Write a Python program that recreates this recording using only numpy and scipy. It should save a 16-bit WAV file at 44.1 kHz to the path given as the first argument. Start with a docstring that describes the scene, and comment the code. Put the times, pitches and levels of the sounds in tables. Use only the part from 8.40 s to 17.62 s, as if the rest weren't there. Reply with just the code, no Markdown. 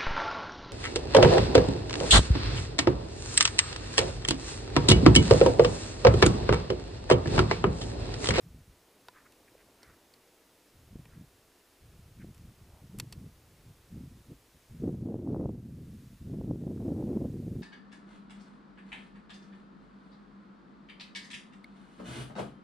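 """Wind on a rock face

Gusts buffet a microphone worn by a climber: light puffs at first, then two strong blows.
Swirling air rumbles and thumps on the microphone's opening. The climber scuffs against rope
and rock, and metal gear clicks a few times. Behind it lie the valley's soft rush and a fine hiss."""
import sys
import numpy as np
from scipy import signal
from scipy.io import wavfile
from scipy.ndimage import uniform_filter1d

SR = 44100
rng = np.random.default_rng(int(sys.argv[2]) if len(sys.argv) > 2 else 0)


def store_pcm(level_fs):
    """Save levels as 16-bit WAV."""
    pcm = np.round(np.clip(level_fs, -1, 1) * 32767).astype(np.int16)
    wavfile.write(sys.argv[1], SR, np.atleast_2d(pcm).T)


N = 406602
TIME = np.arange(N) / SR


def from_db(db):
    """Turn decibels into a number to multiply by."""
    return 10 ** (np.asarray(db) / 20)


def rms_one(x):
    """Scale a signal so its average strength (rms) is 1."""
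    return x / np.sqrt(np.mean(x ** 2) + 1e-20)


def in_time(rows):
    """Join (time, value) points with straight lines, one value per sample."""
    return np.interp(TIME, *np.transpose(rows))


def at_hz(points, hz):
    """Read between (frequency, value) points, with octaves evenly spaced."""
    freqs, values = np.transpose(points)
    return np.interp(np.log(hz), np.log(freqs), values)


def band(x, low_hz, high_hz):
    """Keep the sound between two frequencies."""
    sos = signal.butter(2, [low_hz, min(high_hz, .45 * SR)], "band", fs=SR, output="sos")
    return signal.sosfilt(sos, x)


def resonance(x, hz, width):
    """Ring at one pitch; a smaller width rings longer."""
    r = np.exp(-np.pi * width / SR)
    feedback = [1, -2 * r * np.cos(2 * np.pi * hz / SR), r * r]
    return signal.lfilter(np.array([1, 0, -1]) * (1 - r * r) / 2, feedback, x + 1e-18)


def ring(x, tones):
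    """Ring at several pitches at once, every second one flipped in sign."""
    return sum((-1) ** k * from_db(db) * resonance(x, hz, width)
               for k, (hz, width, db) in enumerate(tones))


def drift(rate):
    """A smooth random wobble of size about 1, changing about rate times a second."""
    r = np.exp(-40 * np.pi * rate / SR)
    slow = signal.lfilter([1], [1, -2 * r, r * r], rng.standard_normal(N // 20 + 4002))[4000:]
    return np.interp(np.arange(N) / 20, np.arange(len(slow)), rms_one(slow))


# how alike left and right are in the background: (frequency [Hz], likeness [0 to 1])
STEREO_LIKENESS = [(100, .998), (400, 0.99), (1000, 0.91), (5200, 0.68), (7000, 1), (15000, 1)]
def background(spectrum):
    """Steady stereo noise, shaped half an octave at a time."""
    edges = 22 * 2 ** np.arange(0, 10, .5)
    white, out = rng.standard_normal((2, 2, N)), 0
    for k, (low, high) in enumerate(zip(edges, edges[1:])):
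        mid, side = band(white[k % 2], low, high)
        hz = np.sqrt(low * high)
        alike = np.clip(at_hz(STEREO_LIKENESS, hz), 0, 1)
        stereo = np.sqrt(1 + alike) * mid + np.sqrt(1 - alike) * side * [[1], [-1]]
        out = out + from_db(at_hz(spectrum, hz)) * stereo
    return rms_one(out)


# the valley's tone, from bass to treble: (frequency [Hz], relative level [dB])
VALLEY_TONE = [(25, -7), (60, -12.5), (150, -7.5), (230, -5.5), (340, 2), (500, -5.5), (750, -7),
               (1300, -20), (3000, -22.5), (8000, -35)]
# how loud the valley is: (time [s], level [dB])
VALLEY_LOUDNESS = [(0, -68.5), (.8, -64.5), (1.4, -65), (2.2, -66.5), (3.2, -67.5), (5, -67.5),
                   (6.2, -68.5), (9.22, -76)]
def valley_rush():
    """The valley's soft, low rush swells a little, then slowly fades."""
    return from_db(in_time(VALLEY_LOUDNESS)) * background(VALLEY_TONE)


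# the tone of the hiss: (frequency [Hz], relative level [dB])
HISS_TONE = [(530, -29), (900, -0.5), (1040, -3), (1130, -4), (1210, 1), (1300, -0.5), (2320, -2.5),
             (6260, -5.5), (14700, -9), (15200, -10)]
# how the hiss rises and falls: (time [s], relative level [dB])
HISS_LOUDNESS = [(0, -69.5), (6.38, -69), (6.7, -75), (7.2, -74.5), (7.58, -69), (7.8, -69.5),
                 (8.13, -72.5), (8.5, -70), (9.22, -69.8)]
def fine_hiss(boost_db=2.5):
    """A thin hiss that sinks for a while during each strong blow."""
    return from_db(in_time(HISS_LOUDNESS) + boost_db) * background(HISS_TONE)


def swell(start, end, rise_db_per_s=439, fall_db_per_s=304):
    """A gust rises quickly, holds and dies away; given in dB, with 0 at full strength."""
    return -rise_db_per_s * np.maximum(start - TIME, 0) - fall_db_per_s * np.maximum(TIME - end, 0)


# the weak breeze between puffs: (time [s], level [dB])
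WEAK_BREEZE = [(0, -66), (0.55, -79), (1.15, -71), (1.7, -80), (2.28, -82), (2.67, -57), (3.2, -80),
               (4.5, -64.5), (5.15, -61), (6.2, -73)]
# light puffs: (start [s], end [s], level [dB], swirl [octaves])
# swirl is extra air speed, which brightens the rumble
LIGHT_PUFFS = [(0.04, 0.205, -52.5, -0.19), (0.292, 0.302, -54.5, -0.21), (1.486, 1.516, -60, .07),
               (2.35, 2.496, -61, 0), (2.531, 2.596, -49, -0.059), (2.759, 2.819, -49.5, 0.011),
               (3.432, 3.73, -56, -0.22), (3.786, 3.902, -47.5, 0.0001), (3.98, 4.103, -51.5, -0.19),
               (4.2, 4.349, -55, -0.21), (4.43, 4.862, -52, -0.23), (4.549, 4.653, -46, -0.019),
               (4.758, 4.866, -47, -0.16), (5.26, 5.306, -52, -0.058), (5.535, 5.66, -44, 0.00048),
               (5.71, 5.793, -53.5, 0.0023), (5.899, 5.92, -47, 0.35), (6.145, 6.17, -63.5, 0)]
# two strong blows, one list each: (time [s], level [dB], swirl [octaves])
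STRONG_BLOWS = [
    [(6.32, -48, -.23), (6.39, -46, -0.047), (6.44, -32, 0.076), (6.52, -34.5, -0.16), (6.57, -38.5, -0.19),
     (6.7, -36, 0.32), (6.81, -39.5, 0.27), (6.9, -32, .22), (7.06, -34, 0.089), (7.22, -44, 0.056),
     (7.43, -44, -0.027), (7.75, -53, 0.18)],
    [(7.82, -44.5, -0.23), (7.92, -38, 0.087), (8.05, -39, -0.11), (8.11, -31.5, -0.15), (8.17, -40, 0.033),
     (8.28, -35.5, 0.094), (8.38, -38.5, 0.11), (8.52, -32.5, 0.099), (8.68, -34.5, 0.13), (8.77, -31, .1),
     (8.92, -39, 0.046), (9.22, -37.5, -0.15)],
]
def moving_air(strong_db=-35, db_per_doubling=24.0):
    """Add breeze and gusts into a rumble level (dB) and a relative air speed: faster air is louder."""
    gusts = [(db + swell(start, end), swirl) for start, end, db, swirl in LIGHT_PUFFS]
    for blow in STRONG_BLOWS:
        s, db, swirl = np.transpose(blow)
        gusts.append((np.interp(TIME, s, db) + swell(s[0], s[-1]), np.interp(TIME, s, swirl)))
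    power, swirling = from_db(in_time(WEAK_BREEZE)) ** 2, 0
    for db, swirl in gusts:
        share = from_db(np.maximum(db, -140)) ** 2
        power = power + share
        swirling = swirling + share * swirl
    level_db = 10 * np.log10(power)
    return level_db, 2 ** ((level_db - strong_db) / db_per_doubling + swirling / power)


# the tone of churning air in a strong gust: (frequency [Hz], relative level [dB])
GUST_TONE = [(20, -22), (45, -7.5), (90, 0), (165, 3.5), (300, 0), (420, -13), (550, -19.5), (700, -29.5),
             (950, -41), (1500, -53), (3000, -92)]
def wind_rumble(level_db, air_speed, lump_db=1.5, flutter_octaves=0.12, waver_db=0.93, trim_db=-0.13):
    """Air churns on the microphone's opening; faster air sweeps past at a higher pitch."""
    lumps = drift(rate=60)  # each lump of air briefly raises both pressure and speed
    speed = air_speed * 2 ** (flutter_octaves * lumps)
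    edges = 16 * 2 ** np.arange(0, 7.6, .5)
    white, flow = rng.standard_normal((2, N)), 0
    for k, (low, high) in enumerate(zip(edges, edges[1:])):
        limits = low / 1.05, high * 1.05
        noise = band(band(white[k % 2], *limits), *limits)
        flow = flow + noise * from_db(at_hz(GUST_TONE, np.sqrt(low * high) / speed))
    flow = flow * from_db(lump_db * lumps)
    # even out the noise so the gust sets the slow swell, then let it waver a little
    even = flow / np.sqrt(uniform_filter1d(flow ** 2, size=2600) + 1e-20)
    return even * from_db(level_db + trim_db + waver_db * drift(rate=14))


# the biggest eddies (whirls of air): (time [s], relative peak level [dB], pitch [Hz])
BIG_EDDIES = [(0.1477, -35.5, 134), (2.5581, -28.5, 153), (3.846, -34.5, 250), (6.7435, -20.5, 254),
              (6.875, -25, 298), (6.9464, -24, 374), (7.0579, -18, 270), (7.093, -28, 302),
              (8.013, -28.5, 312), (8.1115, -20, 280), (8.482, -21, 236), (8.773, -23, 295)]
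def eddy_thumps(level_db, air_speed, small_per_s=6, scatter_db=3.5, trim_db=-4.5):
    """An eddy crossing the microphone gives one push and one pull of pressure."""
    out, sizes = np.zeros(N), rng.standard_normal(N)
    # smaller eddies come at random, sized by the rumble and pitched by the air speed
    small = [(TIME[i], level_db[i] + 3.5 + scatter_db * sizes[i], 267 * air_speed[i])
             for i in np.flatnonzero(rng.random(N) < small_per_s / SR)]
    for s, peak_db, hz in BIG_EDDIES + small:
        near = slice(*np.searchsorted(TIME, [s - 1 / 20, s + 1 / 20]))
        phase = 2 * np.pi * hz * (TIME[near] - s)
        out[near] -= from_db(peak_db + trim_db) * 2 * np.tanh(phase) / np.cosh(phase)
    return out


def wind_width(wind, width_db=-40):
    """Left and right feel nearly the same air; only a trace of the rumble differs."""
    strength = np.sqrt(np.abs(uniform_filter1d(wind ** 2, size=2000)))
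    low_noise = rms_one(band(rng.standard_normal(N), low_hz=20, high_hz=420))
    return from_db(width_db) * strength * low_noise * [[1], [-1]]


# rubs of shoe, sleeve and rope: (time [s], level [dB], half length [s], pitch [Hz])
RUBS = [(0.658, -67, 0.0058, 1140), (0.78, -58, 0.025, 1460), (0.863, -61, 0.0075, 1510),
        (1.082, -64, .007, 1830), (1.151, -54.5, 0.0052, 425), (1.195, -68.5, .02, 1920),
        (1.285, -60, 0.0044, 610), (1.481, -63.5, 0.049, 1570), (2.733, -66, 0.029, 1480),
        (3.815, -58.5, 0.011, 1760), (4.364, -66, .05, 730), (8.378, -61, 0.0033, 1190)]
def scuffs(grain_db=3.0, spread=1.45):
    """Rubbing catches and slips in tiny grains during each short stroke."""
    grains = rng.standard_normal(N) * from_db(grain_db * drift(rate=130))
    out = np.zeros(N)
    for s, level_db, half, hz in RUBS:
        near = np.abs(TIME - s) < 1 / 5
        stroke = np.exp(-.5 * ((TIME[near] - s) / half) ** 2)
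        limits = hz / spread, hz * spread
        out[near] += from_db(level_db) * stroke * rms_one(band(band(grains[near], *limits), *limits))
    return out


# the tones the metal gear rings with: (pitch [Hz], width [Hz], relative level [dB])
METAL_TONES = [(1170, 150, 2), (1880, 130, 2.5), (2270, 190, 4.5), (2650, 120, 6), (3160, 360, -3.5),
               (3800, 310, 0), (4420, 150, -1), (5770, 630, 0), (7320, 170, -4.5), (8360, 960, 0),
               (9740, 520, -3.5), (12000, 750, 0), (14500, 1100, -5)]
# the duller tones of gear knocking on rock: (pitch [Hz], width [Hz], relative level [dB])
KNOCK_TONES = [(403, 97, 0), (690, 650, -2), (996, 65, 4.5), (1415, 73, -5.5), (1750, 31, -9)]
# each touch of the gear: (time [s], level of the first 4 ms [dB], knock compared with metal [dB],
# brightest pitch [Hz], width around that pitch [Hz], time to fade by 60 dB [s])
GEAR_TOUCHES = [(0.6838, -43.5, 5.5, 3980, 700, 0.014), (.9214, -60.5, -16, 6000, 4000, .018),
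                (1.4299, -51.5, -4, 4700, 2000, 0.029), (1.737, -56.5, -23, 4600, 250, 0.027),
                (2.6534, -57.5, -1, 2440, 700, .02), (3.9453, -61, -20, 8000, 4000, 0.017),
                (3.978, -62, -20, 8000, 4000, 0.018), (4.5862, -45, -31, 8000, 6000, 0.012),
                (4.5903, -55, -27, 7000, 5000, .01), (4.598, -32.5, -11, 4200, 8000, 0.024),
                (4.7241, -44, -11.5, 5540, 3500, 0.029)]
def gear_clicks(crack_db=-9, broad_db=-4, split_hz=5200, treble_life=0.7):
    """Each touch sets the metal chattering for a moment, with a duller knock under it."""
    out, t = np.zeros(N), TIME[:SR // 10]
    attack = 1 - np.exp(-t * 4000)
    for s, level_db, knock_db, hz, width, fade_s in GEAR_TOUCHES:
        noise = rng.standard_normal((2, len(t)))
        fade_db = -60 * t / fade_s
        lower = band(noise[0], SR / 64, split_hz) * from_db(fade_db)
        treble = band(noise[1], split_hz, 20000) * from_db(fade_db / treble_life)  # dies sooner
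        chatter = (lower + treble) * attack
        metal = from_db(crack_db) * band(chatter, 1950, 13500) + ring(chatter, METAL_TONES)
        # the place and hardness of the touch bring out one range of pitches
        metal = rms_one(from_db(broad_db) * rms_one(metal) + rms_one(resonance(metal, hz, width)))
        # the knock is one firm push followed by a little rattle
        push = signal.unit_impulse(len(t), SR // 1000) + noise[1] * from_db(fade_db) / 20
        click = metal + from_db(knock_db) * rms_one(ring(push, KNOCK_TONES))
        start = round(s * SR)
        out[start:start + len(t)] += from_db(level_db) * click / np.std(click[:SR // 250])
    return out


def scene(left_db=-0.7, right_lag_samples=0.22):
    """Wind and climber sit near the centre; the background is a little wider."""
    level_db, air_speed = moving_air()
    wind = wind_rumble(level_db, air_speed) + eddy_thumps(level_db, air_speed)
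    climber = gear_clicks() + scuffs()
    # gear and scuffs: the left is turned down slightly, the right is a touch later and duller
    left = climber * from_db(left_db)
    right = np.interp(np.arange(N) - right_lag_samples, np.arange(N), climber)
    return valley_rush() + fine_hiss() + wind + wind_width(wind) + np.array([left, right])


def record(dry, cutoff_hz=15350):
    """Cut away the very highest treble steeply."""
    return signal.sosfilt(signal.ellip(12, .1, 80, cutoff_hz, fs=SR, output="sos"), dry)


dry = scene()
out = record(dry)
store_pcm(out)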